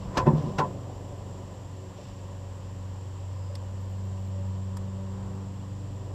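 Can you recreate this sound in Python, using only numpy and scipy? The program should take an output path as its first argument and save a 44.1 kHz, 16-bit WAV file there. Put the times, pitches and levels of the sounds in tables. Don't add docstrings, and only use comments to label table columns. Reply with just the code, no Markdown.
import sys
import numpy as np
from scipy import signal
from scipy.fft import rfft, irfft, next_fast_len
from scipy.io import wavfile
from scipy.ndimage import map_coordinates

SR = 44100
rng = np.random.default_rng(int(sys.argv[2]) if len(sys.argv) > 2 else 0)


def generate_wav(signal):
    frames = np.transpose(np.atleast_2d(signal))
    scaled = np.clip(frames, -1, 1) * 32767
    pcm = np.round(scaled).astype(np.int16)
    wavfile.write(sys.argv[1], SR, pcm)


def how_loud(loudness_db):
    steps = np.asarray(loudness_db, float) / 20
    return 10 ** steps


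N = 270770
TIME = np.arange(N) / SR


def unit(x):
    return x / np.sqrt(np.mean(x ** 2) + 1e-20)


def curves(rows):
    s, *columns = np.transpose(rows)
    return [np.interp(TIME, s, column) for column in columns]


def wobble(rate):
    knots = rng.standard_normal(int(N * rate / SR) + 4)
    return map_coordinates(knots, [TIME * rate])


def filtered(x, response):
    m = next_fast_len(N + SR // 2)
    return irfft(rfft(x, m) * response(np.fft.rfftfreq(m, 1 / SR)), m)[:N]


def noise(spectrum):
    f, db = np.transpose(spectrum)

    def colour(hz):
        return how_loud(np.interp(np.log(hz + 1), np.log(f + 1), db))

    return unit(filtered(rng.standard_normal(N), colour))


def swell(s, rise, t60):
    t = TIME - s
    onset = np.exp(-np.clip(t / rise, -9, 0) ** 2 * 2)
    decay = how_loud(-60 * np.maximum(t, 0) / t60)
    return np.where(t < 0, onset, decay)


def bump(s, half):
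    return np.exp(-((TIME - s) / half) ** 2)


def add(out, s, x):
    out[round(s * SR):][:len(x)] += x


def resonant(force, modes):
    def response(f):
        total = 0
        for k, (centre, width, db) in enumerate(modes):
            damping = 1j * f * width
            total = total + (-1) ** k * how_loud(db) * damping / (centre * centre - f * f + damping)
        return total

    return filtered(force, response)


ENGINE_RUN = [(0, 96.6, -45.5, 5), (.3, 96.3, -41.5, 15.5), (.7, 94.18, -42.5, 9.5), (1.3, 93.75, -40.5, 8),
              (1.6, 94.2, -43.5, 5), (1.8, 93.86, -40, 1), (2.02, 93.77, -47.5, 2), (2.3, 94.3, -38, -1),
              (2.55, 93.94, -40.5, -1), (2.85, 94.1, -37, -2.5), (3.0, 94.1, -38.5, 0.5),
              (3.45, 94.6, -35, -3.5), (3.9, 95.55, -34.5, 1), (4.55, 94.96, -32, -3.5),
              (5.2, 96, -37, -4.5), (5.75, 96.84, -37.5, 0.5), (6.14, 96.5, -37, 6)]
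# (multiple of the firing rate, level/dB)
UNEVEN_TONES = [(0.501, -10), (0.752, -19), (1.249, 1), (1.5, -9.5), (1.75, -7), (3, -8), (4.998, -36),
                (5.25, -25), (2.5, -17)]
# (multiple, level/dB)
FAINT_MULTIPLES = [(2, -61), (4, -73.5), (6, -66)]
# (t/s, multiple, level/dB, half length/s)
AIR_SURGES = [(0, 2, -44.5, .25), (0.61, 2, -41, 0.14), (1.4, 2, -52.5, .15), (2.145, 2, -54.5, 0.32),
              (2.79, 2, -52, 0.16), (4.15, 2, -49, 0.59), (5.148, 2, -42.5, 0.67), (0.597, 4, -49.5, 0.15),
              (1, 4, -63, 0.097), (1.4, 4, -59, 0.11), (1.857, 4, -54, 0.15), (2.4, 4, -58, .25),
              (3.094, 4, -60.5, 0.13), (4.45, 4, -58.5, 0.77), (5.202, 4, -57.5, 0.29),
              (6.007, 4, -58.5, 0.19), (.45, 6, -55.5, .3), (1.3, 6, -59, 0.23), (2.296, 6, -59, 0.31),
              (2.844, 6, -64, 0.21), (3.756, 6, -62.5, 0.39), (4.176, 6, -58, 0.041),
              (4.39, 6, -51.5, 0.052), (4.75, 6, -60, .4), (5.02, 6, -56.5, 0.057)]
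# (t/s, extra level/dB, half length/s)
CYLINDER_LOPES = [(.8, 5.5, 0.2), (2.753, 3, 0.19), (5.707, 6, 0.58)]
# (f/Hz, level/dB per Hz)
ROAR_COLOUR = [(90, -32), (160, 1), (300, 1), (420, -0.5), (550, 0), (750, -4.5), (950, -16.5), (1500, -46)]


def engine():
    roar_db, uneven_db = -56, -52.5
    uneven_follows = 0.36
    hz, firing_db, labour_db = curves(ENGINE_RUN)
    phase = 2 * np.pi * np.cumsum(hz) / SR + 0.074 * wobble(7)

    def tone(k, db, lag):
        flutter_db = 0.48 * np.sqrt(k) * wobble(6.3)
        return np.sqrt(2) * how_loud(db + flutter_db) * np.cos(k * phase + lag)

    drone = tone(1, firing_db, 0)
    for k, faint_db in FAINT_MULTIPLES:
        size = how_loud(faint_db)
        for s, multiple, db, half in AIR_SURGES:
            if round(multiple) == round(k):
                size = size + how_loud(db) * bump(s, half)
        drone += size * tone(round(k), 0, np.pi)

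    lope_db = sum(db * bump(s, half) for s, db, half in CYLINDER_LOPES)
    beat_db = uneven_db + uneven_follows * labour_db + lope_db
    for k, db in UNEVEN_TONES:
        drone += tone(k, beat_db + db, rng.uniform(0, 2 * np.pi))

    throb = how_loud(1.6 * np.cos(phase / 4))
    return drone + how_loud(roar_db + labour_db) * throb * noise(ROAR_COLOUR)


# (f/Hz, width/Hz, level/dB)
WALL_MODES = [(136, 22, -7), (352, 43, -4), (509.5, 15, -2.5), (592, 24, -3.5), (716, 50, -9),
              (783, 47, -9), (907, 33, -8.5), (1007.6, 16, 4.5), (1101, 68, -8), (1585, 230, -25),
              (1880, 320, -26), (2620, 120, -29.5), (3500, 130, -38)]


def wall(force):
    return resonant(force, WALL_MODES)


# (f/Hz, level/dB per Hz)
MURMUR_COLOUR = [(12, -36), (20, -18), (43, -2.5), (70, -5.5), (102, -4.5), (146, -5), (200, -15.5),
                 (238, -16), (430, -20.5), (493, -12), (676, -22), (873, -20), (982, -15.5), (1270, -27.5),
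                 (2200, -39.5), (2860, -63), (4840, -120)]
# (f/Hz, level/dB per Hz)
HISS_COLOUR = [(710, -4.5), (1200, -3.5), (1270, -17), (1440, -13), (1830, -6), (2170, -12.5), (2950, -6.5),
               (3960, -13), (5680, -11), (6380, -17.5), (7470, -3), (8490, -23.5), (10500, -26.5),
               (13100, -25.5), (15000, -29)]
# (t/s, level/dB, rise/s, t60/s)
HULL_ROCKING = [(.32, -39, 0.39, 1.3), (5.37, -55.5, 0.61, 1.09)]


def air():
    stir = how_loud(-46.5) + sum(how_loud(db) * swell(s, rise, t60) for s, db, rise, t60 in HULL_ROCKING)
    water = noise(MURMUR_COLOUR) + 0.088 * unit(wall(rng.standard_normal(N)))
    murmur = stir * how_loud(0.56 * wobble(9)) * water
    hiss_db = -57 - 0.23 * (TIME - 3) + 0.2 * wobble(3.9)
    return murmur + how_loud(hiss_db) * noise(HISS_COLOUR)


# (t/s, cloth level/dB, wall level/dB, rise/s, t60/s)
DRAGS = [(.04, -61, -57, .1, .6), (0.273, -55, -25, .015, 0.17), (.39, -57.5, -44.5, 0.065, 1.5),
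         (.47, -71, -57, 0.094, 0.26), (.58, -68, -44, 0.0064, 0.052), (2.02, -60.5, -70, 0.086, 0.88),
         (2.06, -74, -58, .01, 0.54), (2.19, -66, -71, .015, .05)]
# (t/s, level/dB, half length/s)
LINE_RUBS = [(3.82, -74, .02), (3.91, -73, 0.022), (4.05, -75, .025), (4.199, -78, 0.018),
             (4.271, -74, .02), (4.48, -76, .02)]


def rustle():
    cloth = noise([(1200, -40), (2200, -2.0), (3000, 3.5), (4200, -2.5), (5500, 1.5),
                   (7000, -15.0), (14000, -32.5)])
    line = noise([(9000, -28), (12500, -3), (13500, 0), (15000, -6), (16000, -38)])
    body = unit(wall(rng.standard_normal(N)))
    drag = sum(how_loud(db) * swell(s, rise, t60) for s, db, _, rise, t60 in DRAGS)
    shake = sum(how_loud(db) * swell(s, rise, t60) for s, _, db, rise, t60 in DRAGS)
    rub = sum(how_loud(db) * bump(s, half) for s, db, half in LINE_RUBS)
    clumps = how_loud(1.6 * wobble(90))
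    return drag * clumps * cloth + shake * body + rub * line


# (t/s, wall level/dB, grit level/dB, rise/s, t60/s) # the row at 0.267 s is the bright rasp of
GEAR_SCUFFS = [(0.167, -36, -50, 0.044, 0.059), (0.176, -26, -27, 0.0055, 0.17),
               (0.179, -27, -37, 0.011, 0.11), (.197, -29, -58, 0.007, 0.18),
               (0.267, -28, -61, 0.0075, 0.14), (0.59, -20.5, -30, 0.0089, 0.12),
               (0.604, -24.5, -57, 0.0067, 0.21), (0.65, -40, -62, 0.0091, 0.11)]
# (f/Hz, level/dB per Hz)
GRIT_COLOUR = [(710, -20), (1200, -5), (2240, -15.5), (2540, -12.5), (3530, -18), (5500, -18), (8490, -32),
               (9630, -46.5), (12200, -38.5), (15000, -58)]


def scuffs():
    force = sum(how_loud(db) * swell(s, rise, 0.71 * t60) for s, db, _, rise, t60 in GEAR_SCUFFS)
    spray = sum(how_loud(db) * swell(s, rise, 0.55 * t60) for s, _, db, rise, t60 in GEAR_SCUFFS)
    shaken = how_loud(21.5) * wall(force * rng.standard_normal(N))
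    return shaken + spray * how_loud(1.6 * wobble(400)) * noise(GRIT_COLOUR)


# (f/Hz, level/dB, t60/s)
PLATE_MODES = [(73.5, -11.5, 0.082), (143.2, 2, 0.15), (158.3, -3.5, 0.14), (224.2, -9.5, 0.21),
               (288, -10, 0.11), (362.4, -11.5, 0.24), (414, -16.5, 0.19), (530, -21.5, 0.4),
               (592, -31, 0.21), (707, -24.5, 0.61), (777, -17, 0.12), (896, -8, 0.1), (949, -13, 0.092),
               (1120, -21.5, 0.09), (1340, -16.5, 0.082), (1494, -14, 0.052), (1770, -27.5, .06)]
# (t/s, level/dB, contact/ms, drive of the plate's belly/dB) # the belly drive is low near a
# rib, high in mid-panel # the shortest contacts near 0.17-0.21 s and 0.59-0.62 s are the sliding gear's ring,
# played as quick knocks
BLOWS = [(.167, -13.5, 0.53, -9.5), (.178, -14.5, 7.2, 6), (0.182, -18.5, 0.5, -5), (0.194, -28, .4, -7),
         (.205, -23.5, 0.35, -4), (0.235, -11, 7.9, 3.5), (0.264, -22, 0.35, -22),
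         (0.2653, -10.5, 1.17, -2.5), (0.2706, -11, 0.95, 1.5), (.283, -14, 0.83, -9),
         (0.301, -13, 0.95, -12.5), (0.329, -17, 2.3, 4), (.341, -19, 1.4, -4), (0.374, -21.5, 4.5, 8),
         (0.433, -13.5, 2, -8.5), (0.457, -29, 1.7, 5.5), (0.466, -20.5, 1.8, -1), (.498, -17, 1.6, -20),
         (.586, -21, 0.26, -5), (.598, -14, 0.86, -18), (.606, -19.5, 0.26, -18), (.617, -18, 0.29, -10),
         (0.627, -26.5, 1.1, -2), (0.667, -38, 2.9, -9)]


def thuds():
    out, t = np.zeros(N), np.arange(SR // 2) / SR
    hz, level, t60 = np.transpose(PLATE_MODES)[:, :, None]
    sides = (-1) ** np.arange(len(PLATE_MODES))[:, None]
    build = 1 - np.exp(-t * hz / 0.31)
    modes = sides * how_loud(level - 60 * t / t60) * build * np.sin(2 * np.pi * hz * t)
    scatter_db = rng.standard_normal((len(BLOWS), len(PLATE_MODES), 1))
    for (s, db, ms, belly_db), mode_db in zip(BLOWS, scatter_db):
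        lowness = np.clip((600 - hz) / 400, 0, 1)
        softening = 1 + (hz * ms / 700) ** 4
        drive = how_loud(db + mode_db + belly_db * lowness) / softening
        add(out, s, np.sum(drive * modes, axis=0))
    return out


# (t/s, peak level/dB, f/Hz)
WALL_TAPS = [(0.895, -36.5, 748.6), (1.122, -34, 568), (1.987, -33, 592), (3.5, -40, 580), (3.54, -40, 550)]
# (t/s, peak level/dB)
METAL_TICKS = [(3.5545, -35), (4.1774, -59), (4.771, -37)]
# (f/Hz, width/Hz, level/dB)
TICK_METAL = [
    [(1900, 560, -10), (3440, 320, -2), (4600, 560, -0.5), (5300, 700, -2.5), (8250, 450, -5.5),
     (12100, 2500, -21)],
    [(8310, 570, -2), (9480, 900, -8)],
    [(950, 280, 3), (1620, 300, 0.5), (3300, 250, -6), (3924, 300, -11), (5130, 490, -2.5), (7250, 350, -6),
     (8400, 420, -4), (11800, 900, -11), (13000, 900, -14)],
]


def tackle():
    out, t = np.zeros(N), np.arange(SR // 10) / SR
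    for s, db, hz in WALL_TAPS:
        ring = how_loud(db - 60 * t / 0.073) * (1 - np.exp(-t / 0.0031))
        add(out, s - 0.002, ring * np.sin(2 * np.pi * hz * t))
    for (s, db), metal in zip(METAL_TICKS, TICK_METAL):
        scrape = how_loud(db + 6.0) * swell(s + 0.0003, 0.0034, 0.026)
        out += resonant(scrape * rng.standard_normal(N), metal)
    return out


# (t/s, f/Hz, level/dB)
TRILL = [(3.33, 5140, -75), (3.37, 5100, -69), (3.43, 5000, -67), (3.47, 5020, -64), (3.49, 4990, -72),
         (3.52, 4950, -69), (3.54, 4955, -85)]


def bird():
    hz, db = curves(TRILL)
    sings = (TIME > TRILL[0][0]) * (TIME < TRILL[-1][0])
    phase = 2 * np.pi * np.cumsum(hz + 100 * wobble(300)) / SR
    return sings * how_loud(db + 2.5 * wobble(150)) * np.sin(phase)


def scene():
    mix = engine() + air() + rustle() + scuffs() + thuds() + tackle() + bird()
    return mix[None]


def low_pass(x):
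    return signal.sosfilt(signal.butter(12, 15170, fs=SR, output="sos"), x)


def record(dry):
    heard = filtered(dry[0], lambda hz: (1 + (hz / 14000) ** 16) ** -.5)
    return low_pass(heard[None])


dry = scene()
out = record(dry)
generate_wav(out)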